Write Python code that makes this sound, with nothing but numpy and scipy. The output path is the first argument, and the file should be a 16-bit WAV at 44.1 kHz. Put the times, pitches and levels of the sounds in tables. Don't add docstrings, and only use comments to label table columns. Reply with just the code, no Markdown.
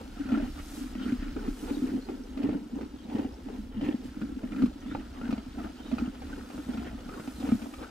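import sys
import numpy as np
from scipy import signal
from scipy.io import wavfile
from scipy.ndimage import uniform_filter1d

SR = 44100
rng = np.random.default_rng(int(sys.argv[2]) if len(sys.argv) > 2 else 0)


def store_pcm(level_fs):
    pcm = np.round(np.clip(level_fs, -1, 1) * 32767).astype(np.int16)
    wavfile.write(sys.argv[1], SR, np.atleast_2d(pcm).T)


N = 348390

# t/s, rise/s, fall/s, skull/dB, dull crunch/dB, mid crunch/dB, bright crunch/dB,
# throat hollow/Hz, jaw rumble/dB, swish of hanging hay/dB
JAW_STROKES = [(0.01, 0.044, 0.013, -59, -42, -63, -65, 530, -42, -76),
               (0.22, 0.077, 0.095, -39.5, -64, -55, -60, 696, -59, -86),
               (0.36, 0.079, 0.12, -32.5, -43.5, -48, -50.5, 680, -54, -84),
               (0.59, 0.034, 0.023, -40, -48.5, -52, -53, 610, -39, -72),
               (0.8, 0.18, 0.14, -43, -76, -81, -72, 660, -50, -66),
               (1.07, 0.097, 0.08, -32.5, -56, -51, -55, 450.0, -65, -74),
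               (1.25, 0.071, 0.12, -42, -56, -56.5, -55.5, 553, -53, -83),
               (1.38, 0.037, 0.1, -39, -48, -55.5, -56.5, 407, -49, -84),
               (1.49, 0.031, 0.025, -32, -57, -58, -60, 407, -48, -72),
               (1.69, 0.12, 0.084, -45, -45.5, -55, -57.5, 440, -66, -77),
               (1.87, 0.17, 0.14, -31.5, -48.5, -60.5, -59, 457, -51, -72),
               (2.1, 0.029, 0.093, -41, -49, -63, -66, 476, -61, -79),
               (2.48, 0.12, 0.13, -30.5, -45.5, -58, -55.5, 486, -48.5, -80),
               (2.8, 0.087, 0.077, -39.5, -46.5, -69, -64, 447, -49, -77),
               (3.18, 0.11, 0.086, -32.5, -43.5, -65, -56, 494, -51, -82),
               (3.54, 0.16, 0.082, -42, -50.5, -75, -66, 434, -53, -82),
               (3.86, 0.1, 0.082, -30.5, -42, -56, -50.5, 530, -48, -75),
               (4.06, 0.041, 0.049, -42, -55, -74, -62, 517, -63, -68),
               (4.22, 0.066, 0.13, -35.5, -54.5, -58.5, -66, 435, -46, -78),
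               (4.48, 0.12, 0.11, -43, -53, -61.5, -63, 474, -65, -74),
               (4.63, 0.14, 0.054, -30, -55, -52, -58.5, 480, -45, -68),
               (4.95, 0.13, 0.12, -36.5, -56, -54.5, -59, 640, -63, -86),
               (5.31, 0.19, 0.1, -38, -50, -51.5, -61, 690, -63, -74),
               (5.63, 0.081, 0.066, -37.5, -45, -51.5, -55.5, 625, -48, -70),
               (5.99, 0.14, 0.11, -37, -47.5, -53.5, -59.5, 690, -45.5, -70),
               (6.28, 0.21, 0.2, -42, -55.5, -57, -64, 533, -48.5, -72),
               (6.56, 0.08, 0.064, -45, -56, -60, -79, 500.0, -56, -72),
               (6.79, 0.16, 0.22, -38, -47, -54, -56, 660.0, -44, -76),
               (7.2, 0.2, 0.13, -45, -53, -54.5, -70, 527, -62, -68),
               (7.49, 0.12, 0.078, -34.5, -48, -56, -57.5, 560, -50, -83),
               (7.64, 0.04, 0.05, -40, -49.5, -58, -66, 610.0, -54, -72),
               (7.82, 0.039, 0.061, -60, -46.5, -49, -64, 630, -57, -72)]
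# t/s, peak/dB, tilt/(dB/octave), mouth ring/Hz, t60/s
STALK_BREAKS = [(0.289, -34.5, 1, 1410, 0.03), (0.319, -31.5, 2, 717, 0.046), (0.374, -34, 2, 630, 0.026),
                (0.399, -35, 2, 640, 0.035), (0.578, -47, 2, 664, 0.03), (0.952, -38, 2, 1920, 0.033),
                (1.021, -46, 3, 1570, 0.031), (1.079, -40, -4, 1400, 0.027), (1.121, -41, 3.5, 1230, 0.035),
                (1.365, -35, 0, 1390, 0.035), (1.697, -37, 1.5, 1450, 0.035),
                (2.088, -33, -0.5, 800, 0.038), (2.375, -39.5, 4.5, 638, 0.032),
                (2.417, -40, 1.5, 626, 0.044), (2.431, -38, 5, 650, 0.031), (2.493, -31, 2, 626, 0.019),
                (2.53, -38, 2, 676, 0.035), (2.811, -37.5, 2.5, 1520, 0.035), (3.099, -41, 2.5, 813, 0.035),
                (3.183, -41, 4, 760, 0.045), (3.246, -37, -0.5, 775, 0.039), (3.486, -38, -1.5, 890, 0.044),
                (3.812, -34, 0.5, 630, 0.029), (4.216, -33.5, 1, 1390, 0.032),
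                (4.433, -35.5, -4, 670, 0.035), (4.519, -45.5, 5, 1320, 0.035),
                (4.562, -40, 3, 1430, 0.039), (4.622, -34.5, 4.5, 1250, 0.032),
                (4.659, -40, 7, 1070, 0.029), (4.863, -45, 2, 1000, 0.031), (4.95, -22, -1.5, 850, 0.02),
                (5.214, -30.5, -2, 1420, 0.039), (5.278, -37.5, 1.5, 1420, 0.035),
                (5.307, -39, 5, 1270, 0.052), (5.327, -28.5, 2, 660, 0.033), (5.38, -35.5, 3, 705, 0.025),
                (5.915, -34, 1.5, 646, 0.041), (5.984, -30, 3, 1390, 0.035), (6.219, -38.5, 1, 745, 0.055),
                (6.503, -38, 0.5, 785, 0.039), (6.579, -35, -1, 1260, 0.05), (6.736, -39, 3, 708, 0.044),
                (6.774, -36.5, 3, 1340, 0.035), (7.091, -34, -0.5, 1300, 0.042),
                (7.138, -40, -1, 1300, 0.032), (7.198, -30, -1, 1510, 0.037), (7.276, -37, 3, 830, 0.037),
                (7.428, -31.5, -1, 790, 0.033), (7.448, -36, 1.5, 790, 0.03),
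                (7.49, -33.5, 2.5, 1290, 0.035), (7.518, -30.5, 0, 1260, 0.042),
                (7.619, -40, 3, 780, 0.055), (7.738, -38, 3.5, 1260, 0.038), (7.81, -35, -2, 1430, 0.035),
                (7.827, -37, 1, 1280, 0.042)]
# f/Hz, level/dB
LOW_SPECTRUM = [(30, -27), (60, 15.5), (80, 3.5), (120, -1.5), (160, -5), (300, -48.5)]


def grinding():
    skull_modes = [(238.1, 57.3, -1), (255.6, 31.4, -0.5), (279.9, 41.6, -1)]  # f/Hz, width/Hz, level/dB
    dull_spectrum = [(60, -12), (150, -19), (380, 1), (600, -11.5), (850, -6), (1100, -15), (1500, -44.5)]  # f/Hz, level/dB
    bright_spectrum = [(1300, -13), (1800, 21), (2600, 6), (3100, 11.5), (4200, -2.5), (7000, -23),
                       (12000, -45)]
    floors_db = [-47.5, -59, -74.5, -78]
    lips_open_hz, lips_shut_hz = 2920, 2590
    times_s, _, _, *levels_db, hollow_hz, rumble_db, _ = np.transpose(JAW_STROKES)
    throat_hz = np.interp(np.arange(N) / SR, times_s, hollow_hz)
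    closure = np.minimum(jaw_gain(np.zeros(len(times_s)), -60), 1)
    lips_hz = lips_open_hz + (lips_shut_hz - lips_open_hz) * closure
    slips = crackle(250, 0.42, 0.58, 0.0025)
    skull = np.zeros(N)
    for hz, width_hz, db in skull_modes:
        band = signal.butter(2, [hz - width_hz / 2, hz + width_hz / 2], "bandpass", fs=SR, output="sos")
        skull += gain_of(db) * signal.sosfilt(band, slips * flutter(30, 1.6))
    pressure = flutter(14.7, 2.55) * sticking()
    dull = coloured(crackle(200, 2.4, 0.92, 0.0092) * pressure, dull_spectrum)
    dull += gain_of(6.5) * resonate(dull, throat_hz * flutter(19, 1), width_hz=66)
    mid = crackle(90, 1, 1, 0.0037) * pressure
    mid = resonate(mid, 1330 * flutter(9.3, 0.67), width_hz=160)
    mid = resonate(mid, 1500, width_hz=600)
    bright = coloured(crackle(200, 2.4, 0.8, 0.002) * pressure, bright_spectrum)
    bright += gain_of(7.5) * resonate(bright, lips_hz * flutter(29, 0.57), width_hz=210)
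    out = jaw_gain(rumble_db, -92) * unit_rms(coloured(slips, LOW_SPECTRUM))
    for db, floor_db, layer in zip(levels_db, floors_db, (skull, dull, mid, bright)):
        out += jaw_gain(db, floor_db) * unit_rms(layer)
    return out


def jaw_gain(levels_db, floor_db):
    ends_db, squareness = -10, 1.87
    peak_s, rise_s, fall_s = np.transpose(JAW_STROKES)[:3, :, None]
    t = np.arange(0, N + 64, 64) / SR
    from_peak = np.where(t < peak_s, (peak_s - t) / rise_s, (t - peak_s) / fall_s)
    pressure = gain_of(ends_db * np.minimum(from_peak, 5) ** squareness)
    power = gain_of(floor_db) ** 2 + ((gain_of(levels_db)[:, None] * pressure) ** 2).sum(0)
    return np.interp(np.arange(N) / SR, t, np.sqrt(power))


def sticking():
    hush_db, dip_db = np.zeros(N), np.linspace(0, -7, 600)
    for s, *_ in STALK_BREAKS:
        add(hush_db, s - len(dip_db) / SR, dip_db)
    return gain_of(uniform_filter1d(hush_db, size=40))


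def molar_thuds():
    strong_slips = [(0.202, -24.5, 277, 0.11), (0.255, -27, 262, 0.065), (0.296, -27.5, 266, 0.036),
                    (0.323, -19.5, 223.5, 0.2), (0.374, -21, 274, 0.086), (0.404, -30, 261, 0.12),
                    (0.424, -21.5, 246, 0.082), (0.774, -36, 286, 0.13), (0.81, -30, 278, 0.12),
                    (0.954, -27.5, 254, 0.084), (1.063, -33.5, 245, 0.081), (1.122, -17.5, 250, 0.1),
                    (1.224, -25.5, 231, 0.037), (1.361, -28.5, 314, 0.073), (1.48, -25, 279, 0.06),
                    (1.627, -32, 282, 0.094), (1.709, -24, 278, 0.059), (1.769, -24.5, 292, 0.15),
                    (1.82, -20.5, 264, 0.093), (1.899, -32, 270, 0.065), (1.943, -22, 269, 0.095),
                    (1.978, -30, 254, 0.048), (2.097, -26.5, 307, 0.032), (2.367, -28.5, 271, 0.098),
                    (2.392, -26.5, 280, 0.08), (2.44, -19.5, 272, 0.04), (2.476, -20, 257, 0.074),
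                    (2.489, -16, 274, 0.032), (2.554, -21.5, 270, 0.052), (2.661, -31, 240, 0.042),
                    (2.731, -29, 234, 0.086), (2.765, -28.5, 293, 0.049), (2.829, -29.5, 273, 0.054),
                    (3.088, -31.5, 239, 0.11), (3.148, -19, 233, 0.054), (3.192, -20, 272, 0.049),
                    (3.248, -23.5, 266, 0.075), (3.585, -28.5, 214.4, 0.14), (3.773, -24.5, 217, 0.16),
                    (3.831, -22, 214, 0.056), (3.842, -21.5, 258, 0.028), (3.888, -17, 302, 0.048),
                    (3.943, -17.5, 235, 0.035), (4.053, -30.5, 256, 0.04), (4.22, -22, 224, 0.084),
                    (4.436, -24.5, 242, 0.15), (4.523, -26.5, 248, 0.046), (4.549, -29, 228, 0.11),
                    (4.622, -18, 256, 0.076), (4.636, -11, 234, 0.051), (4.661, -19, 238, 0.037),
                    (4.757, -32.5, 282, 0.056), (4.916, -23.5, 283, 0.057), (4.983, -30, 279, 0.072),
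                    (5.233, -27.5, 234, 0.15), (5.29, -20, 240, 0.11), (5.328, -20.5, 238, 0.074),
                    (5.378, -27.5, 220, 0.065), (5.591, -32, 240, 0.076), (5.926, -22.5, 244, 0.077),
                    (6.021, -18, 243, 0.071), (6.077, -21, 220, 0.046), (6.328, -32.5, 275, 0.065),
                    (6.586, -28, 293, 0.083), (6.69, -22.5, 245, 0.082), (6.749, -26, 231, 0.061),
                    (6.779, -23.5, 217, 0.073), (6.928, -32, 221, 0.073), (7.276, -26, 262, 0.081),
                    (7.4, -30, 260, 0.088), (7.435, -24, 269, 0.071), (7.489, -19, 258, 0.041),
                    (7.521, -9.5, 231, 0.065), (7.548, -21, 220, 0.053), (7.617, -30.5, 231, 0.072),
                    (7.814, -32, 305, 0.039)]
    skull_response = [(60, -3.5), (120, 1.5), (165, -12.5), (205, -1.5), (300, 0.5), (360, -7.5), (600, 1)]  # f/Hz, gain/dB
    out, t = np.zeros(N), np.arange(8000) / SR
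    push = gain_of(-19) * np.sin(2 * np.pi * 115 * t) * gain_of(-60 * t / 0.051)
    for s, db, hz, t60_s in strong_slips:
        ring = soft_decay(t, 0.0013, t60_s) * np.sin(2 * np.pi * (hz * t + rng.random()))
        add(out, s, gain_of(db) * (ring + push))
    return coloured(out, skull_response)


def stalk_snaps():
    stalk_spectrum = [(300, 1.5), (550, 0.5), (750, 1), (1080, -8.5), (1300, 1), (1700, -12.5), (2500, -6),
                      (3200, -14.5), (4500, -19.5), (9000, -42)]
    out, t = np.zeros(N), np.arange(4000) / SR
    tick = -1.31 * np.exp(-t / 0.0002)
    for s, db, tilt_db, hz, t60_s in STALK_BREAKS:
        spectrum = [(f, level + tilt_db * np.log2(f / 1000)) for f, level in stalk_spectrum]
        fibres = np.sign(rng.standard_normal(len(t)))
        tear = fibres * gain_of(-60 * t / t60_s) * (1 - np.exp(-t / 0.0024))
        snap = coloured(tear + tick, spectrum)
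        snap += gain_of(8) * resonate(snap, hz, width_hz=80)
        envelope_peak = np.sqrt(2 * uniform_filter1d(snap ** 2, size=130).max())
        add(out, s, gain_of(db) * snap / envelope_peak)
    return out


def mouth_pops():
    pops = [(1.059, -36, 379), (1.371, -33, 408), (1.475, -38, 385), (1.694, -36, 371), (1.85, -46, 444),
            (2.092, -30.5, 378), (2.488, -33.5, 431), (2.809, -41.5, 366), (3.246, -38.5, 398),
            (3.498, -36.5, 419), (5.649, -47, 409), (7.114, -40, 400), (7.827, -43, 450)]
    out, t = np.zeros(N), np.arange(6000) / SR
    envelope = soft_decay(t, rise_s=0.0026, t60_s=0.06)
    for s, db, hz in pops:
        add(out, s, gain_of(db) * envelope * np.sin(2 * np.pi * hz * t))
    return out


def hay_rustle():
    sliding = [(0.0, -63.5, -68), (0.4, -61.5, -70), (0.77, -60, -54.5), (0.99, -62, -72),
               (1.1, -59.5, -65.5), (1.34, -63, -74), (1.61, -61, -58), (1.91, -62.5, -65.5),
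               (2.11, -65, -70), (2.77, -67.5, -73.5), (3.06, -66, -75), (3.14, -64, -69), (3.43, -67, -75),
               (3.61, -66, -70.5), (3.74, -70.5, -82), (3.85, -63, -71), (3.94, -64.5, -71.5),
               (4.49, -67.5, -73), (4.62, -64, -75), (4.8, -65.5, -72.5), (5.96, -62.5, -72),
               (6.14, -65, -72), (6.58, -62.5, -63.5), (7.0, -63.5, -72), (7.22, -63.5, -63),
               (7.44, -60.5, -60), (7.77, -63, -63), (7.9, -63, -71)]
    hiss_spectrum = [(400, 2), (800, 7.5), (1150, 4.5), (1300, 12), (2000, 4), (3000, 4.5), (5000, 1.5),
                     (7000, -5.5), (8000, -8), (10000, -17), (16000, -21)]
    fizz_spectrum = [(2500, -21.5), (4000, -5), (6000, 0.5), (8000, 0.5), (10000, -1), (12000, -4.5),
                     (14500, -5), (15800, -21)]
    hiss_db, fizz_db = curves(sliding)
    swish_db = np.transpose(JAW_STROKES)[-1]
    stir = jaw_gain(np.full(len(JAW_STROKES), -2.5), floor_db=0)
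    hiss = unit_rms(coloured(crackle(380, 2, 4.2, 0.00066), hiss_spectrum))
    hiss *= gain_of(hiss_db + 5) * stir
    fizz = unit_rms(coloured(crackle(380, 2.3, 8.4, 0.00082), fizz_spectrum))
    fizz *= np.hypot(gain_of(fizz_db), jaw_gain(swish_db, floor_db=-88))
    return flutter(4.5, 0.15) * (hiss + fizz)


def straw_ticks():
    ticks = [(1.3274, -50, 5070), (1.3982, -51, 5460), (2.2373, -49, 5560), (2.3047, -55, 6390),
             (2.7576, -54, 6160), (3.3233, -52, 5400), (3.3424, -50, 5390), (4.8075, -49, 6090),
             (6.6912, -49, 9350), (7.877, -53, 7990)]
    t60_s = 0.0082
    out, t = np.zeros(N), np.arange(400) / SR
    for s, db, hz in ticks:
        add(out, s, gain_of(db - 60 * t / t60_s) * np.sin(2 * np.pi * hz * t))
    return out


def wind():
    gusts = [(0.0, -53, -52), (0.48, -41.5, -45), (0.88, -45, -56), (1.43, -40, -47), (1.63, -42.5, -51),
             (2.24, -51, -55), (2.62, -53, -52.5), (3.17, -59, -49.5), (3.65, -44.5, -49),
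             (4.16, -53.5, -51.5), (4.66, -48, -49), (6.47, -54, -55.5), (6.78, -57, -46.5),
             (7.08, -50, -49.5), (7.5, -56, -52), (7.9, -59, -58)]
    gust_spectrum = [(12, -17), (20, 11), (32, 25), (45, 14), (60, -2.5), (90, -39.5)]  # f/Hz, level/dB
    rumble_db, flapping_db = curves(gusts)
    rumble = unit_rms(coloured(rng.standard_normal(N) * flutter(16, 1.4), gust_spectrum))
    flapping = unit_rms(coloured(crackle(40, 4.4, 1, 0.002), LOW_SPECTRUM))
    return gain_of(rumble_db) * rumble + gain_of(flapping_db) * flapping


def far_chirps():
    chirps = [(1.017, 0.035, 3150, 2980, -51.5), (1.724, 0.06, 4360, 3430, -58),
              (2.013, 0.045, 4170, 4350, -62), (2.96, 0.067, 3370, 3150, -66),
              (3.01, 0.049, 4100, 3700, -69), (4.86, 0.096, 3240, 3900, -62),
              (5.763, 0.076, 2820, 3200, -62), (5.815, 0.13, 3640, 3850, -63),
              (5.853, 0.055, 3100, 2920, -64), (7.35, 0.094, 4200, 3500, -62)]
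    out = np.zeros(N)
    for s, length_s, start_hz, end_hz, db in chirps:
        size = round(length_s * SR)
        noise = rng.standard_normal(8000)[:size]
        whistle = resonate(noise, np.linspace(start_hz, end_hz, size), width_hz=170)
        add(out, s, gain_of(db) * unit_rms(whistle) * np.hanning(size) ** 0.13)
    return out


def panel_echoes(x):
    t60_s, tail_db = 0.13, -6.5
    taps = np.zeros(8000)
    slots = np.arange(100, len(taps) - 20, 20)
    echoes = rng.choice([-1., 1.], len(slots)) * gain_of(-60 * slots / SR / t60_s)
    taps[slots + rng.integers(0, 20, len(slots))] = echoes
    return x + gain_of(tail_db) * signal.oaconvolve(x, taps / np.linalg.norm(taps))[:N]


def stereo_width(x):
    side_spectrum = [(40, -28), (90, -20), (200, -13.5), (300, -5.5), (450, -4.5), (800, 2), (1000, 1.5),
                     (1170, 10), (1230, -10), (1600, -5), (2500, -1.5), (4500, 0), (8000, -3.5),
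                     (15000, -4.5)]
    hz, _, mid_bins = signal.stft(x, SR, nperseg=512, noverlap=384)
    drift = rng.standard_normal(mid_bins.shape[::-1]).T
    drift = uniform_filter1d(drift, size=5, axis=0)
    drift = unit_rms(uniform_filter1d(drift, size=7, axis=1))
    wander = 1.3j * np.sin(1.55 * drift) + 0.29 * drift[:, ::-1]
    side_bins = mid_bins * gain_of(spectrum_db(side_spectrum, hz))[:, None] * wander
    side = signal.istft(side_bins, SR, nperseg=512, noverlap=384)[1][:N]
    return np.array([x + side, x - side])


def crackle(per_s, spread_db, hiss, burst_s):
    sizes = gain_of(spread_db * np.minimum(rng.exponential(1, N), 3.5))
    onsets = rng.random(N) < per_s / SR
    pole = np.exp(-1 / (burst_s * SR))
    bursts = signal.lfilter([1], [1, -2 * pole, pole ** 2], sizes * onsets)
    return (unit_rms(bursts) + hiss) * rng.standard_normal(N)


def flutter(rate_hz, depth_db):
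    drift = signal.sosfilt(signal.butter(2, rate_hz, fs=SR, output="sos"), rng.standard_normal(N))
    return gain_of(depth_db * unit_rms(drift))


def soft_decay(t, rise_s, t60_s):
    shape = (1 - np.exp(-t / rise_s)) ** 2 * gain_of(-60 * t / t60_s)
    return shape / shape.max()


def resonate(x, hz, width_hz):
    carrier = np.exp(2j * np.pi * np.cumsum(hz * np.ones(len(x))) / SR)
    pole = np.exp(-np.pi * width_hz / SR)
    return 2 * (carrier * signal.lfilter([1 - pole], [1, -pole], x / carrier)).real


def coloured(x, spectrum):
    log_gain = spectrum_db(spectrum, abs(np.fft.fftfreq(8192, 1 / SR))) * np.log(10) / 20
    taps = np.fft.ifft(np.exp(np.conj(signal.hilbert(log_gain)))).real[:4096]
    return signal.oaconvolve(x, taps)[:len(x)]


def spectrum_db(points, hz):
    f, db = np.transpose(points)
    return np.interp(np.log(hz + 1), np.log(f + 1), db)


def curves(rows):
    s, *columns = np.transpose(rows)
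    return [np.interp(np.arange(N) / SR, s, column) for column in columns]


def add(mix, s, sound):
    part = mix[round(s * SR):][:len(sound)]
    part += sound[:len(part)]


def gain_of(db):
    return 10 ** (np.asarray(db) / 20)


def unit_rms(x):
    return x / np.sqrt(np.mean(x ** 2) + 1e-20)


def scene():
    echoed = panel_echoes(stalk_snaps() + mouth_pops() + straw_ticks() + far_chirps())
    return stereo_width(grinding() + molar_thuds() + echoed + hay_rustle() + wind())


def record(dry):
    cutoff_hz = 15730
    lowpass = signal.firwin(1023, cutoff_hz, window=("kaiser", 9), fs=SR)
    return signal.oaconvolve(dry, lowpass[None], "same")


dry = scene()
out = record(dry)
store_pcm(out)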